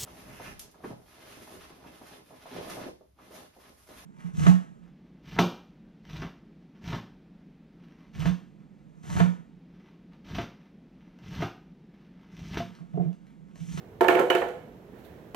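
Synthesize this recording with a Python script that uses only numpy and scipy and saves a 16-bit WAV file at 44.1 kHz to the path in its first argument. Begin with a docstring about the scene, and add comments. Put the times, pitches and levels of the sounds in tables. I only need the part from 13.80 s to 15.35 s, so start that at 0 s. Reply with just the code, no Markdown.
"""A plastic blade shaft knocks and scrapes its way up out of a blender pitcher in a tiled room.
Each contact clacks the walls and rings the hollow pitcher and the shaft; the room answers.
The arm swings the shaft aside with a faint rustle, the wet shaft hisses in the fingers,
and it touches down on a table. Dull room noise and microphone hiss lie underneath."""
import sys
import numpy as np
from scipy import signal
from scipy.fft import rfft, irfft
from scipy.io import wavfile

SR = 44100
rng = np.random.default_rng(int(sys.argv[2]) if len(sys.argv) > 2 else 0)


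def unload_audio(sound):
    """Save the sound as a 16-bit wav file, at the path given as the first command line argument."""
    columns = np.transpose(np.atleast_2d(sound))
    # keep every value between -1 and 1, then stretch to whole-number steps
    steps = np.round(np.clip(columns, -1, 1) * 32767)
    wavfile.write(sys.argv[1], SR, steps.astype(np.int16))


N = 68355


def from_db(db):
    """Decibels to gain."""
    return 10 ** (np.asarray(db) / 20)


def at_hz(rows, hz):
    """Table columns interpolated over log frequency."""
    freqs, *columns = np.transpose(rows)
    return [np.interp(np.log(hz), np.log(freqs), column) for column in columns]


def envelope(rows):
    """Gain per sample from time_s, level_db rows."""
    return from_db(np.interp(np.arange(N) / SR, *np.transpose(rows)))


def pan(db):
    """Constant-power gains; db is left minus right."""
    gains = from_db(np.array([[db], [-db]]) / 2)
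    return gains / np.sqrt(np.mean(gains ** 2))


def decay_per_sample(t60_s):
    """Amplitude factor that loses 60 dB in t60_s."""
    return np.exp(-np.log(1000) / (SR * t60_s))


def spread(mid, side, correlation):
    """Two independent noises to a partly correlated stereo pair."""
    return np.sqrt((1 + correlation) / 2) * mid + np.sqrt((1 - correlation) / 2) * np.array([side, -side])


# freq_hz, pan_db, correlation
STEREO_FIELD = [(100, 0, 0.89), (426, -5, 0.88), (746, -1, 0.43), (1280, -9.5, 0.17), (2950, -8.5, 0.17),
                (5740, -2, .1), (8930, -13.5, .05), (14000, 2.5, 0.07)]

def coloured_noise(spectrum):
    """Unit-rms stereo noise, coherent in the bass, diffuse in the treble."""
    hz = np.arange(N // 2 + 1) * SR / N + 1
    _, correlation = at_hz(STEREO_FIELD, hz)
    mid, side = rfft(rng.standard_normal((2, N))) * from_db(at_hz(spectrum, hz)[0])
    noise = irfft(spread(mid, side, correlation), N)
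    return noise / np.std(noise)


# freq_hz, relative_db
ROOM_NOISE_SPECTRUM = [(15, -47), (25, -50), (49, -8), (108, -5), (130, -4), (197, -3.5), (319, -7.5),
                       (349, -7.5), (429, -5.5), (528, -11), (728, -16), (1000, -20.5), (1120, -24),
                       (6000, -40.5), (7800, -70), (13200, -120)]
MIC_HISS_SPECTRUM = [(1760, -36), (3000, -6), (4670, -22.5), (5040, -3), (6120, -6.5), (9280, -13.5),
                     (12800, -4), (15700, -16)]

def background(room_db=-49, hiss_db=-72.5, room_cutoff_hz=5000):
    """Steady dull room noise and microphone hiss."""
    lowpass = signal.butter(2, room_cutoff_hz, fs=SR, output="sos")
    room = signal.sosfilt(lowpass, coloured_noise(ROOM_NOISE_SPECTRUM))
    hiss = coloured_noise(MIC_HISS_SPECTRUM)
    return pan(db=-3.5) * from_db(room_db) * room + from_db(hiss_db) * hiss


# time_s, level_db
RUSTLE_LEVELS = [(0, -54.5), (0.18, -64.5), (1.08, -64.5), (1.16, -54), (1.25, -55.5), (1.33, -53.5),
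                 (1.54, -58.5)]
# freq_hz, relative_db
RUSTLE_SPECTRUM = [(60, -30), (200, -0.5), (500, 3.5), (1100, -10), (1800, -9.5), (3500, -24), (6000, -30),
                   (9500, -32), (13000, -47.5), (16000, -21)]

def arm_rustle():
    """Soft noise of the moving arm and shaft."""
    return envelope(RUSTLE_LEVELS) * coloured_noise(RUSTLE_SPECTRUM)


# Shaft on pitcher; last row on the table.
# start_s, shaft_ring_db, hollow_db, clack_db, crack_db, tick_db
SHAFT_KNOCKS = [(0.2088, -56, -19, -15, -27.5, -40.5), (0.2117, -61, -14.5, -35.5, -33.5, -39),
                (0.2455, -52, -32, -15, -38, -54), (0.2830, -51, -14.5, -55, -13.5, -33),
                (0.2858, -50, -26, -14, -17, -63), (0.2985, -43, -20.5, -39, -57, -39.5),
                (0.3075, -50, -20.5, -19.5, -37, -50), (0.3280, -51, -22, -47, -30, -60),
                (0.3520, -44, -17.5, -38, -22, -47), (0.3700, -63, -28, -21.5, -28.5, -63),
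                (0.3900, -64, -26.5, -18, -28, -73), (0.3950, -58, -15, -24, -66, -37.5),
                (0.4025, -56, -21, -22.5, -53, -58), (0.4115, -64, -20, -31.5, -37, -68),
                (0.5012, -16, -21, -36, -19, -36.5), (0.5040, -44, -19.5, -20, -19, -37.5),
                (0.5505, -35, -19, -27.5, -21.5, -36), (0.6185, -44, -28, -24, -29.5, -82),
                (0.6222, -49, -27, -27, -48, -78), (0.6855, -61, -39, -48, -48, -52.5),
                (1.5463, -41, -30, -31.5, -41.5, -43)]
# time_s, level_db
SCRAPE_LEVELS = [(0.215, 4), (0.27, -7), (0.30, -0.5), (0.37, 1.5), (0.41, -1), (0.44, -50), (0.49, -20)]
# shaft_ring_db, hollow_db, clack_db, crack_db, tick_db
SLIP_OFFSETS = (-64, -37, -35, -42, -54)

def contacts(slips_per_s=170, spread_db=6.5):
    """Knocks plus random slips of the shaft along the wall, as SHAFT_KNOCKS rows."""
    start_s, end_s = SCRAPE_LEVELS[0][0], SCRAPE_LEVELS[-1][0]
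    jitter, strength = rng.random((200, 2)).T
    times_s = start_s + (np.arange(len(jitter)) + jitter) / slips_per_s
    level_db = np.interp(times_s, *np.transpose(SCRAPE_LEVELS)) + spread_db * (2 * strength - 1)
    slips = np.column_stack([times_s, level_db[:, None] + np.array(SLIP_OFFSETS)])
    return np.vstack([SHAFT_KNOCKS, slips[times_s < end_s]])


def clicks(times_s, db):
    """Impulse train."""
    return np.bincount((times_s * SR).astype(int), from_db(db), N)


# hollow_hz, clack_hz, crack_hz, tick_hz
CONTACT_BANDS = (400, 900, 2200, 4800)

def force(hits, hz):
    """One impulse per contact, at its strength for this frequency."""
    levels_db = [np.interp(np.log(hz), np.log(CONTACT_BANDS), colour) for colour in hits[:, 2:]]
    return clicks(hits[:, 0], levels_db)


def resonate(drive, hz, radius):
    """Two-pole resonator with zeros at DC and Nyquist."""
    poles = [1, -2 * radius * np.cos(2 * np.pi * hz / SR), radius ** 2]
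    return signal.lfilter([0.5, 0, -0.5], poles, drive + 1e-18)


def ring(drive, hz, db, t60_s, pan_db):
    """One struck, panned mode."""
    return from_db(db) * pan(pan_db) * resonate(drive, hz, decay_per_sample(t60_s))


# freq_hz, relative_db, t60_s, pan_db
PITCHER_MODES = [(361.8, -2.5, 0.28, -7), (381.7, -15, 0.35, -9), (445, -49, 0.12, -21),
                 (492.3, -11.5, 0.75, -1), (506, -12, 0.64, -19), (688.6, -5.5, 0.52, 0.5),
                 (714.7, -11.5, 0.3, 15), (824.7, -11, 0.27, -1), (904, -6.5, 0.33, -18),
                 (975, -45, 0.14, -11), (1063, -29, 0.22, -13), (1350.6, -10.5, 0.25, -17),
                 (1429, -21, 0.25, 10), (2202, -21, 0.033, -28)]
BLADE_SHAFT_MODES = [(1692, -42, .38, -20), (1777, -11, 0.43, -35), (2276, -32, .05, -23),
                     (2949, 2, 0.1, -9), (2980, -7.5, 0.3, -9.5), (3050, -11.5, 0.26, -10),
                     (3100, -17, 0.55, -32)]

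def ringing(hits, pitcher_gain_db=-3, shaft_gain_db=-6, cutoff_hz=3150):
    """Contacts ring the pitcher with its air column, and the brighter shaft with its blades."""
    pitcher = sum(ring(force(hits, mode[0]), *mode) for mode in PITCHER_MODES)
    shaft_drive = clicks(hits[:, 0], hits[:, 1])
    shaft = sum(ring(shaft_drive, *mode) for mode in BLADE_SHAFT_MODES)
    lowpass = signal.butter(2, cutoff_hz, fs=SR, output="sos")
    return signal.sosfilt(lowpass, from_db(pitcher_gain_db) * pitcher + from_db(shaft_gain_db) * shaft)


def stored(energy, t60_s):
    """Energy fed in and decaying exponentially."""
    return signal.lfilter([1], [1, -decay_per_sample(t60_s) ** 2], energy + 1e-18)


# Dense pitcher wall modes: freq_hz, level_db, t60_s
WALL_BANDS = [(130, -28, 0.051), (238, -26, 0.03), (385, -13, 0.069), (574, -5, 0.026), (956, -13.5, 0.051),
              (1640, -2.5, 0.026), (2000, -8, 0.042), (2320, -4.5, 0.053), (2860, -5.5, 0.01),
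              (3940, -3.5, 0.01), (5200, -8, 0.031), (7080, -5, 0.027), (10000, -8, 0.023),
              (13000, -3, 0.04), (16000, -13, 0.021)]
# Reverberation: freq_hz, level_re_wall_db, t60_s
ROOM_BANDS = [(151, -8, 0.13), (445, -11.5, 0.54), (650, -12, 0.57), (1300, -12, 0.4), (2950, -15, 0.47),
              (7050, -13.5, 0.51), (13100, -15.5, 0.47)]

def wall_clatter(hits, build_s=0.0036, house_db=-15, house_t60_s=0.86):
    """Short clacks of the walls, a room tail and a weaker, longer tail from the rest of the house."""
    edges_hz = 140 * 2 ** (np.arange(22) / 3)
    build = np.exp(-1 / (SR * build_s))
    clatter = 0
    for low, high in zip(edges_hz, edges_hz[1:]):
        hz = np.sqrt(low * high)
        wall_db, wall_t60_s = at_hz(WALL_BANDS, hz)
        room_db, room_t60_s = at_hz(ROOM_BANDS, hz)
        pan_db, correlation = at_hz(STEREO_FIELD, hz)
        energy = force(hits, hz) ** 2
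        reverb = stored(energy, room_t60_s) + from_db(house_db) ** 2 * stored(energy, house_t60_s)
        tail = signal.lfilter([1 - build], [1, -build], reverb) * from_db(room_db) ** 2
        noise = spread(*rng.standard_normal((2, N)), correlation)
        burst = np.sqrt(stored(energy, wall_t60_s) + tail) * noise
        bandpass = signal.butter(2, [low, high], "band", fs=SR, output="sos")
        band_share = 2 * (high - low) / SR
        clatter += from_db(wall_db) * pan(pan_db) * signal.sosfilt(bandpass, burst) / np.sqrt(band_share)
    return clatter


def mode_colouring(clatter, gain_db=2.5, width_hz=24.4):
    """Clatter and tail take on the pitches of pitcher and shaft."""
    radius = np.exp(-np.pi * width_hz / SR)
    peaks = sum(resonate(clatter, hz, radius) for hz, *_ in PITCHER_MODES + BLADE_SHAFT_MODES)
    return clatter + from_db(gain_db) * (1 - radius ** 2) * peaks


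# time_s, level_db
SLIDE_LEVELS = [(1.1, -101), (1.19, -65), (1.235, -69.5), (1.252, -56.5), (1.275, -64), (1.36, -77)]
# freq_hz, relative_db
SLIDE_SPECTRUM = [(1500, -1), (3800, 6), (5500, -7), (9500, -8), (12500, 3), (16000, -6.5)]

def finger_slide():
    """Fine hiss of the wet shaft sliding in the fingers."""
    return envelope(SLIDE_LEVELS) * coloured_noise(SLIDE_SPECTRUM)


def scene():
    """Struck pitcher and shaft over quiet handling and background."""
    hits = contacts()
    impacts = ringing(hits) + mode_colouring(wall_clatter(hits))
    handling = pan(db=-9) * (arm_rustle() + finger_slide())
    return impacts + handling + background()


# centre_hz, width_hz, depth_fraction
TREBLE_DIPS = [(5170, 1740, 0.37), (9500, 1700, 0.19)]

def record(dry, cutoff_hz=16000):
    """Microphone: treble dips, soft clipping, steep low-pass."""
    for hz, width_hz, depth in TREBLE_DIPS:
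        dry = dry - depth * signal.lfilter(*signal.iirpeak(hz, hz / width_hz, fs=SR), dry)
    rounded = dry / (1 + dry ** 4) ** 0.25
    lowpass = signal.ellip(10, 0.2, 80, cutoff_hz, fs=SR, output="sos")
    return signal.sosfilt(lowpass, rounded)


dry = scene()
out = record(dry)
unload_audio(out)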